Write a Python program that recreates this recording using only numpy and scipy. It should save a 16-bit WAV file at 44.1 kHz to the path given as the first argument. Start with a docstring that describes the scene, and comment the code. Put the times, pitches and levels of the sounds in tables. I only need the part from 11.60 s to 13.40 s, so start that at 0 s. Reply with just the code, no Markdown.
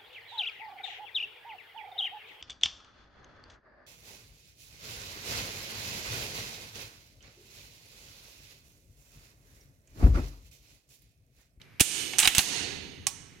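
"""A rifle is dry-fired close by, slightly to the right, in a bare, ringing room.
At 0.2 s the hammer falls: steel snaps on steel, the gun jolts and its springs sing on faintly.
From 0.53 s the bolt is drawn back, clicking and scraping; at 0.78 s it slams home.
The hand shifts on the grip, then at 1.47 s the eased trigger resets with a quick double click.
A limiter ducks each loud blow, so the room's tail swells back behind it, over a low rumble."""
import sys
import numpy as np
from scipy import signal
from scipy.fft import rfft, irfft
from scipy.io import wavfile
from scipy.ndimage import uniform_filter1d

SR = 44100
rng = np.random.default_rng(int(sys.argv[2]) if len(sys.argv) > 2 else 0)


def dump_mix(stems):
    """Bounce the given channels to the path in sys.argv[1] as a 16-bit WAV at rate SR."""
    frames = np.atleast_2d(stems).T  # one column per channel
    limited = np.clip(frames, -1, 1)  # hard clip at full scale
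    pcm = np.round(limited * 32767).astype(np.int16)
    wavfile.write(sys.argv[1], SR, pcm)


N = 79380
RISE_S, NEAR_LIKENESS = 0.00018, 0.65

# Receiver response: (frequency [Hz], density [dB])
RECEIVER_SPECTRUM = [(30, -44), (120, -20), (370, -7), (540, -22.5), (780, 1.5), (1000, -14.5),
                     (1500, -6.5), (2100, -3), (2800, 4), (3900, 1), (5200, -0.5), (6400, 3.5), (7300, 2.5),
                     (9200, 2.5), (10300, -6.5), (11100, -6.5), (12300, -23.5), (13900, -12), (15000, -41),
                     (16000, -16)]
# Tint bands low, mid, upper, reference, top: (frequency [Hz])
TINT_HZ = (900, 3000, 6000, 8700, 13000)
# Steel impacts: (time [s], level [dB], decay [s], low tint [dB], mid tint [dB], upper tint [dB],
# top tint [dB], ring frequency [Hz], ring re snap [dB])
IMPACTS = [ (0.0161, -45.5, 0.0016, 8, 22.5, 16, 8, 3790, 0),
           (0.1974, -18.5, 0.0057, 4.5, 11, 5.5, 19, 2840, -12.5),
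           (0.2017, -34.5, 0.0027, 3, -18, -4, 7, 8100, 9),
           (0.2047, -3, .0025, 0.5, -20, -3.5, 15.5, 2540, -13),
           (0.208, 6.5, 0.0049, -7.5, -1, -2, 7.5, 8840, -21),
           (0.5351, -28, 0.00083, 20, 14, 5, -18, 2230, -3.5),
           (0.5849, -12.5, 0.00091, -2, 0, 3.5, 13, 6020, -5),
           (.5907, -3, 0.0011, -9, -3, -5.5, -1, 8830, -2.5),
           (0.6004, -7, 0.0012, -5.5, 1.5, -21, 13, 7850, -2.5),
           (.6270, -14, .005, 6, 11, 2, -3.5, 3080, -13),
           (0.6323, -13, 0.0033, 7, -0.5, -10, -6, 3930, 0.5), (.6470, -15, 0.0037, 2, 2, -3, 10, 3030, -2),
           (.6535, -14.5, .002, 21.5, 16.5, -18, 10, 3830, 7),
           (0.656, -14.5, 0.004, 10.5, 6.5, -17, 9, 4820, -0.5),
           (0.6745, -2.5, 0.0027, -0.5, 5, 1, 14, 2485, -10.5),
           (0.6755, -3.5, 0.0039, 15.5, 19.5, 2, -6, 3813, 0),
           (0.749, -12.5, 0.0033, 1.5, 6, 3, 12, 2950, -9),
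           (0.782, 6.5, 0.0015, 1, 2.5, 4.5, 15.5, 6900, -10),
           (0.7915, -0.5, 0.0023, 16.5, 13, 6, 5, 4320, -2.5)]


def hammer_and_bolt(ring_decay_s=0.0026):
    """Hammer and bolt hit the receiver: a snap plus the ring of the struck part."""
    out = np.zeros((2, N))
    for start_s, db, decay_s, low, mid, upper, top, ring_hz, ring_db in IMPACTS:
        tint = list(zip(TINT_HZ, (low, mid, upper, 0, top)))
        click = snap(decay_s, [RECEIVER_SPECTRUM, tint], after_db=-12)
        t = np.arange(click.shape[1]) / SR
        tone = unit_blow(np.exp(-t / ring_decay_s) * np.sin(2 * np.pi * ring_hz * t))
        add(out, start_s, amp(db) * unit_blow(click + amp(ring_db) * tone))
    return out


def snap(decay_s, spectra, after_db, after_s=0.017, size=4096):
    """Crowded modes of struck steel: shaped noise with a fast decay and a weaker, slower one."""
    t, hz = np.arange(size) / SR, np.fft.rfftfreq(2 * size, 1 / SR)
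    envelope = rise(t) * (np.exp(-t / decay_s) + amp(after_db) * np.exp(-t / after_s))
    burst = rfft(rng.standard_normal((2, size)) * envelope, 2 * size)
    whitened = burst / np.sqrt(uniform_filter1d(abs(burst) ** 2, size=120))
    colour = amp(sum(curve(spectrum, hz) for spectrum in spectra))
    return unit_blow(irfft(stereo(whitened, NEAR_LIKENESS) * colour)[:, :size])


# Stock modes: (frequency [Hz], level [dB], T60 [s])
STOCK_MODES = [(269, 0.5, 0.018), (403, -10.5, 0.01)]
# Gun jolts: (time [s], push level [dB], push time constant [s], knock level [dB], room send [dB])
GUN_JOLTS = [(.2106, -5.5, 0.001, -2, -12.5), (0.5832, -46, 0.0039, -53, -9),
             (0.6758, -25, 0.0022, -21.5, 4), (0.7821, -6, 0.0011, -46, -4.5)]


def jolts():
    """Heavy blows shove the gun: a push of air and a dull knock. Returns direct sound and room send."""
    direct, send, t = np.zeros((2, N)), np.zeros((2, N)), np.arange(SR // 10) / SR
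    knock = sum(amp(db - 60 * t / t60) * np.sin(2 * np.pi * hz * t) for hz, db, t60 in STOCK_MODES)
    for start_s, push_db, push_s, knock_db, send_db in GUN_JOLTS:
        age = t / push_s
        push = age ** 2 * (1 - age / 3) * np.exp(-age)
        thump = -amp(push_db) * push / push.max() - amp(knock_db) * knock
        add(direct, start_s, thump)
        add(send, start_s, amp(send_db) * thump)
    return direct, send


# Rail tint on the receiver response: (frequency [Hz], gain [dB])
RAIL_TINT = [(500, -5.5), (1200, 12), (3000, 4), (6000, 2.5), (9000, -0.5), (14000, 1)]
# Bolt travel: (time [s], duration [s], level [dB])
BOLT_STROKES = [(0.6, .066, -21.5), (0.765, 0.014, -26)]


def bolt_scrape(catches_per_s=10000):
    """The bolt slides on its rails: dense tiny catches ring the receiver."""
    out = np.zeros((2, N))
    catches = stereo(rng.standard_normal((2, N)), NEAR_LIKENESS) * (rng.random(N) < catches_per_s / SR)
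    scrape = coloured(catches, RECEIVER_SPECTRUM, RAIL_TINT)
    for start_s, length_s, db in BOLT_STROKES:
        add(out, start_s, amp(db) * span(scrape, start_s, length_s))
    return out


# Sear snap: (frequency [Hz], density [dB])
SEAR_SPECTRUM = [(100, -38), (560, -40), (780, -10.5), (1500, -16), (2500, -2.5), (4300, -5.5),
                 (6300, -0.5), (9000, -3.5), (12000, -14), (16000, -18)]
# Sear clicks: (time [s], level [dB])
SEAR_CLICKS = [(1.4681, -17), (1.4701, -22.5)]
# Trigger modes: (frequency [Hz], level [dB], T60 [s])
TRIGGER_MODES = [(783, -11, 0.07), (1110, -13, 0.1), (2480, -2, 0.034), (2910, -32.5, 0.049),
                 (3260, -18.5, 0.033), (5100, -21, 0.046), (5660, 7, 0.017), (6190, -0.5, 0.027),
                 (6690, -10, 0.044), (7680, -20, 0.046), (8610, -3, 0.033), (10160, -4, 0.038),
                 (14750, -14.5, 0.035)]


def trigger_reset(snap_gain_db=-1, ring_gain_db=-4.5):
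    """The sear slips over in two clicks; the first rings the trigger."""
    out, t = np.zeros((2, N)), np.arange(SR // 5) / SR
    for start_s, db in SEAR_CLICKS:
        click = snap(decay_s=0.0018, spectra=[SEAR_SPECTRUM], after_db=-12.5)
        add(out, start_s, amp(db + snap_gain_db) * click)
    ring = sum(amp(db - 60 * t / t60) * np.sin(2 * np.pi * (hz * t + rng.random()))
               for hz, db, t60 in TRIGGER_MODES)
    first_s, first_db = SEAR_CLICKS[0]
    add(out, first_s, amp(first_db + ring_gain_db) * unit_blow(ring * rise(t)))
    return pan(out, left_db=-8.5)


# Bolt unseated and let go; springs kicked by the big blows: (time [s], level [dB])
BOLT_HITS = [(.5998, -29), (.7494, -30)]
SPRING_HITS = [(.2094, -35.5), (0.7818, -49)]
# Their modes: (frequency [Hz], level [dB], T60 [s])
BOLT_MODES = [(2320, -14, 0.31), (2650, -20, .4), (7821, 2, .25), (7700, 0.5, 0.29), (8280, -11, .2),
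              (9900, -11.5, .15), (13130, -17, 0.43), (13720, -3, .4), (14000, -11, .45)]
SPRING_MODES = [(828, -16.5, 1.1), (1720, -8, 1.6), (2955, 0.5, 2.7), (6420, -1, 2.3), (8850, 12, .7),
                (9550, -4, 1.8), (11700, 0, 1.3), (14100, -11.5, 0.2), (14620, -10, .6)]


def singing_steel(hits, modes, linewidth_hz=12.7):
    """Each hit sets a steel part ringing in thin tones that shimmer as their phases drift."""
    out, t = np.zeros((2, N)), np.arange(N) / SR
    for start_s, hit_db in hits:
        for hz, mode_db, t60 in modes:
            drift = np.cumsum(rng.standard_normal(N)) * np.sqrt(2 * np.pi * linewidth_hz / SR)
            phase = 2 * np.pi * hz * t + uniform_filter1d(drift, size=200)
            add(out, start_s, amp(hit_db + mode_db - 60 * t / t60) * rise(t) * np.sin(phase))
    return out


# Direct path: (frequency [Hz], left re right [dB])
DIRECT_BALANCE = [(60, 7.5), (110, -5), (200, 3), (380, -12), (700, -10.5), (1290, -0.5), (2380, -3),
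                  (4400, -13.5), (8120, -8.5), (15000, -10.5)]


def direct_path(x):
    """The gun sits to the right; its level on the left varies with frequency."""
    left_gain = amp(curve(DIRECT_BALANCE, np.fft.rfftfreq(2 * N, 1 / SR)))
    left = irfft(rfft(x[0], 2 * N) * left_gain)[:N]
    return np.array([left, x[1]])


# Room decay: (frequency [Hz], T60 [s])
TAIL_T60 = [(100, 3.66), (350, 1.93), (800, 1.1), (2000, 1.284), (3500, 1.204), (6000, 0.84), (9000, 0.67),
            (14000, 0.23)]
# Room colour: (frequency [Hz], gain [dB])
TAIL_GAIN = [(40, -37.5), (100, -9.5), (250, -9.5), (420, 1), (560, -11.5), (830, -6.5), (1200, -9.5),
             (1900, -8.5), (3000, -11.5), (6000, -9.5), (9000, -12), (12000, -13.5), (14000, -8),
             (16000, -20.5)]
# Room balance: (frequency [Hz], left re right [dB])
TAIL_BALANCE = [(110, -2), (220, 2.5), (400, -9), (800, -15.5), (4000, -12.5), (15000, -20.5)]
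# Room width: (frequency [Hz], left-right likeness [0..1])
TAIL_LIKENESS = [(60, 0.46), (130, 0.93), (300, .1), (1400, 0.31), (4000, 0.22), (15000, 1)]


def room_tail(build_s=0.00443):
    """Diffuse impulse response; the treble dies first."""
    hz, t, noise = signal.stft(rng.standard_normal((2, N)), SR, nperseg=512)
    hz = hz[:, None]
    decay_per_s = np.log(1000) / curve(TAIL_T60, hz)
    envelope = np.exp(-decay_per_s * t) * np.sqrt(2 * decay_per_s / SR)  # unit energy
    bands = stereo(noise, curve(TAIL_LIKENESS, hz)) * amp(curve(TAIL_GAIN, hz)) * envelope
    bands[0] *= amp(curve(TAIL_BALANCE, hz))
    return signal.istft(bands, SR, nperseg=512)[1][:, :N] * rise(np.arange(N) / SR, build_s)


def room(send, tails=3, turn_s=0.0016):
    """The right channel feeds several tails in turn, so the echo is an even wash."""
    out, turn = np.zeros((2, N)), np.arange(N) / SR / turn_s
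    for k in range(tails):
        distance = abs((turn - k) % tails - tails / 2)
        crossfade = np.cos(np.pi / 2 * np.minimum(distance, 1))
        out += signal.fftconvolve(send[1:] * crossfade, room_tail(), axes=1)[:, :N]
    return out


# Grip rumble: (frequency [Hz], density [dB])
GRIP_SPECTRUM = [(20, -31), (55, -32.5), (85, 5.5), (125, -6.5), (200, -9), (500, -26), (2000, -70)]
# Hand shifts: (time [s], duration [s], level [dB])
GRIP_SHIFTS = [(0.399, 0.1, -58), (0.92, 0.44, -54), (1.363, .14, -51)]


def hand_on_grip():
    """The shifting hand makes soft swells of rumble."""
    out = np.zeros((2, N))
    rumble = coloured(stereo(rng.standard_normal((2, N)), likeness=0.41), GRIP_SPECTRUM)
    for start_s, length_s, db in GRIP_SHIFTS:
        swell = span(rumble, start_s, length_s)
        add(out, start_s, amp(db) * swell * signal.windows.tukey(swell.shape[1], 0.5))
    return out


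# Room noise: (frequency [Hz], density [dB])
ROOM_TONE_SPECTRUM = [(20, -8), (60, -9.5), (110, 4.5), (170, -3.5), (350, -11), (600, -17.5), (1100, -20),
                      (2200, -10.5), (3200, -22), (5000, -25.5), (8000, -35.5), (14000, -32), (16000, -59)]


def room_tone(level_db=-57):
    """Low rumble and faint hiss of the quiet room."""
    noise = stereo(rng.standard_normal((2, N)), likeness=0.41)
    return amp(level_db) * coloured(noise, ROOM_TONE_SPECTRUM)


def amp(db):
    return 10 ** (np.asarray(db) / 20)


def rise(t, time_s=RISE_S):
    return 1 - np.exp(-t / time_s)


def curve(points, hz):
    """Interpolates on a log-frequency axis."""
    knots_hz, values = np.transpose(points)
    return np.interp(np.log(hz + 1), np.log(knots_hz + 1), values)


def coloured(x, *spectra):
    """Filters by the summed dB curves; unit RMS."""
    hz = np.fft.rfftfreq(N, 1 / SR)
    shaped = irfft(rfft(x) * amp(sum(curve(spectrum, hz) for spectrum in spectra)), N)
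    return shaped / np.sqrt(np.mean(shaped ** 2) + 1e-20)


def unit_blow(x):
    """Scales to the energy of 5 ms at full level."""
    return x * np.sqrt(0.005 * SR / np.mean(np.sum(x ** 2, -1)))


def stereo(x, likeness):
    """Mixes two independent signals into a correlated left and right."""
    return np.array([likeness * x[1] + np.sqrt(1 - likeness ** 2) * x[0], x[1]])


def pan(x, left_db):
    return x * amp([[left_db], [0]])


def span(x, start_s, length_s):
    return x[:, round(start_s * SR):round((start_s + length_s) * SR)]


def add(mix, start_s, sound):
    part = mix[:, round(start_s * SR):][:, :sound.shape[-1]]
    part += sound[..., :part.shape[1]]


def scene():
    """Direct gun sound, its echo, then the background."""
    steel = hammer_and_bolt() + bolt_scrape()
    reset = trigger_reset()
    thumps, thump_send = jolts()
    bolt_ring = singing_steel(BOLT_HITS, BOLT_MODES)
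    springs = pan(singing_steel(SPRING_HITS, SPRING_MODES), left_db=-8)
    direct = direct_path(steel + bolt_ring) + reset + thumps + springs
    echo = room(steel + amp(-2) * reset + thump_send)
    return direct + echo + hand_on_grip() + room_tone()


def record(dry):
    """Fast, partly linked stereo limiter with slow release; clipping at full scale; low-pass."""
    threshold_db, slope, link = -10.5, 0.86, 0.69
    attack_s, release_db_per_s, cutoff_hz = 0.00013, 90.5, 16000
    power = abs(uniform_filter1d(dry ** 2, size=88, axis=1)) + 1e-12
    release_db = np.arange(N) / SR * release_db_per_s
    held_db = np.maximum.accumulate(10 * np.log10(power) + release_db, axis=1) - release_db
    over_db = np.maximum(held_db - threshold_db, 0)
    linked_db = link * over_db.max(0) + (1 - link) * over_db
    pole = np.exp(-1 / (attack_s * SR))
    duck_db = slope * signal.lfilter([1 - pole], [1, -pole], linked_db)
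    clipped = np.clip(dry / amp(duck_db), -1, 1)
    lowpass = signal.firwin(255, cutoff_hz, window=("kaiser", 8), fs=SR)
    return signal.oaconvolve(clipped, lowpass[None], "same")


dry = scene()
out = record(dry)
dump_mix(out)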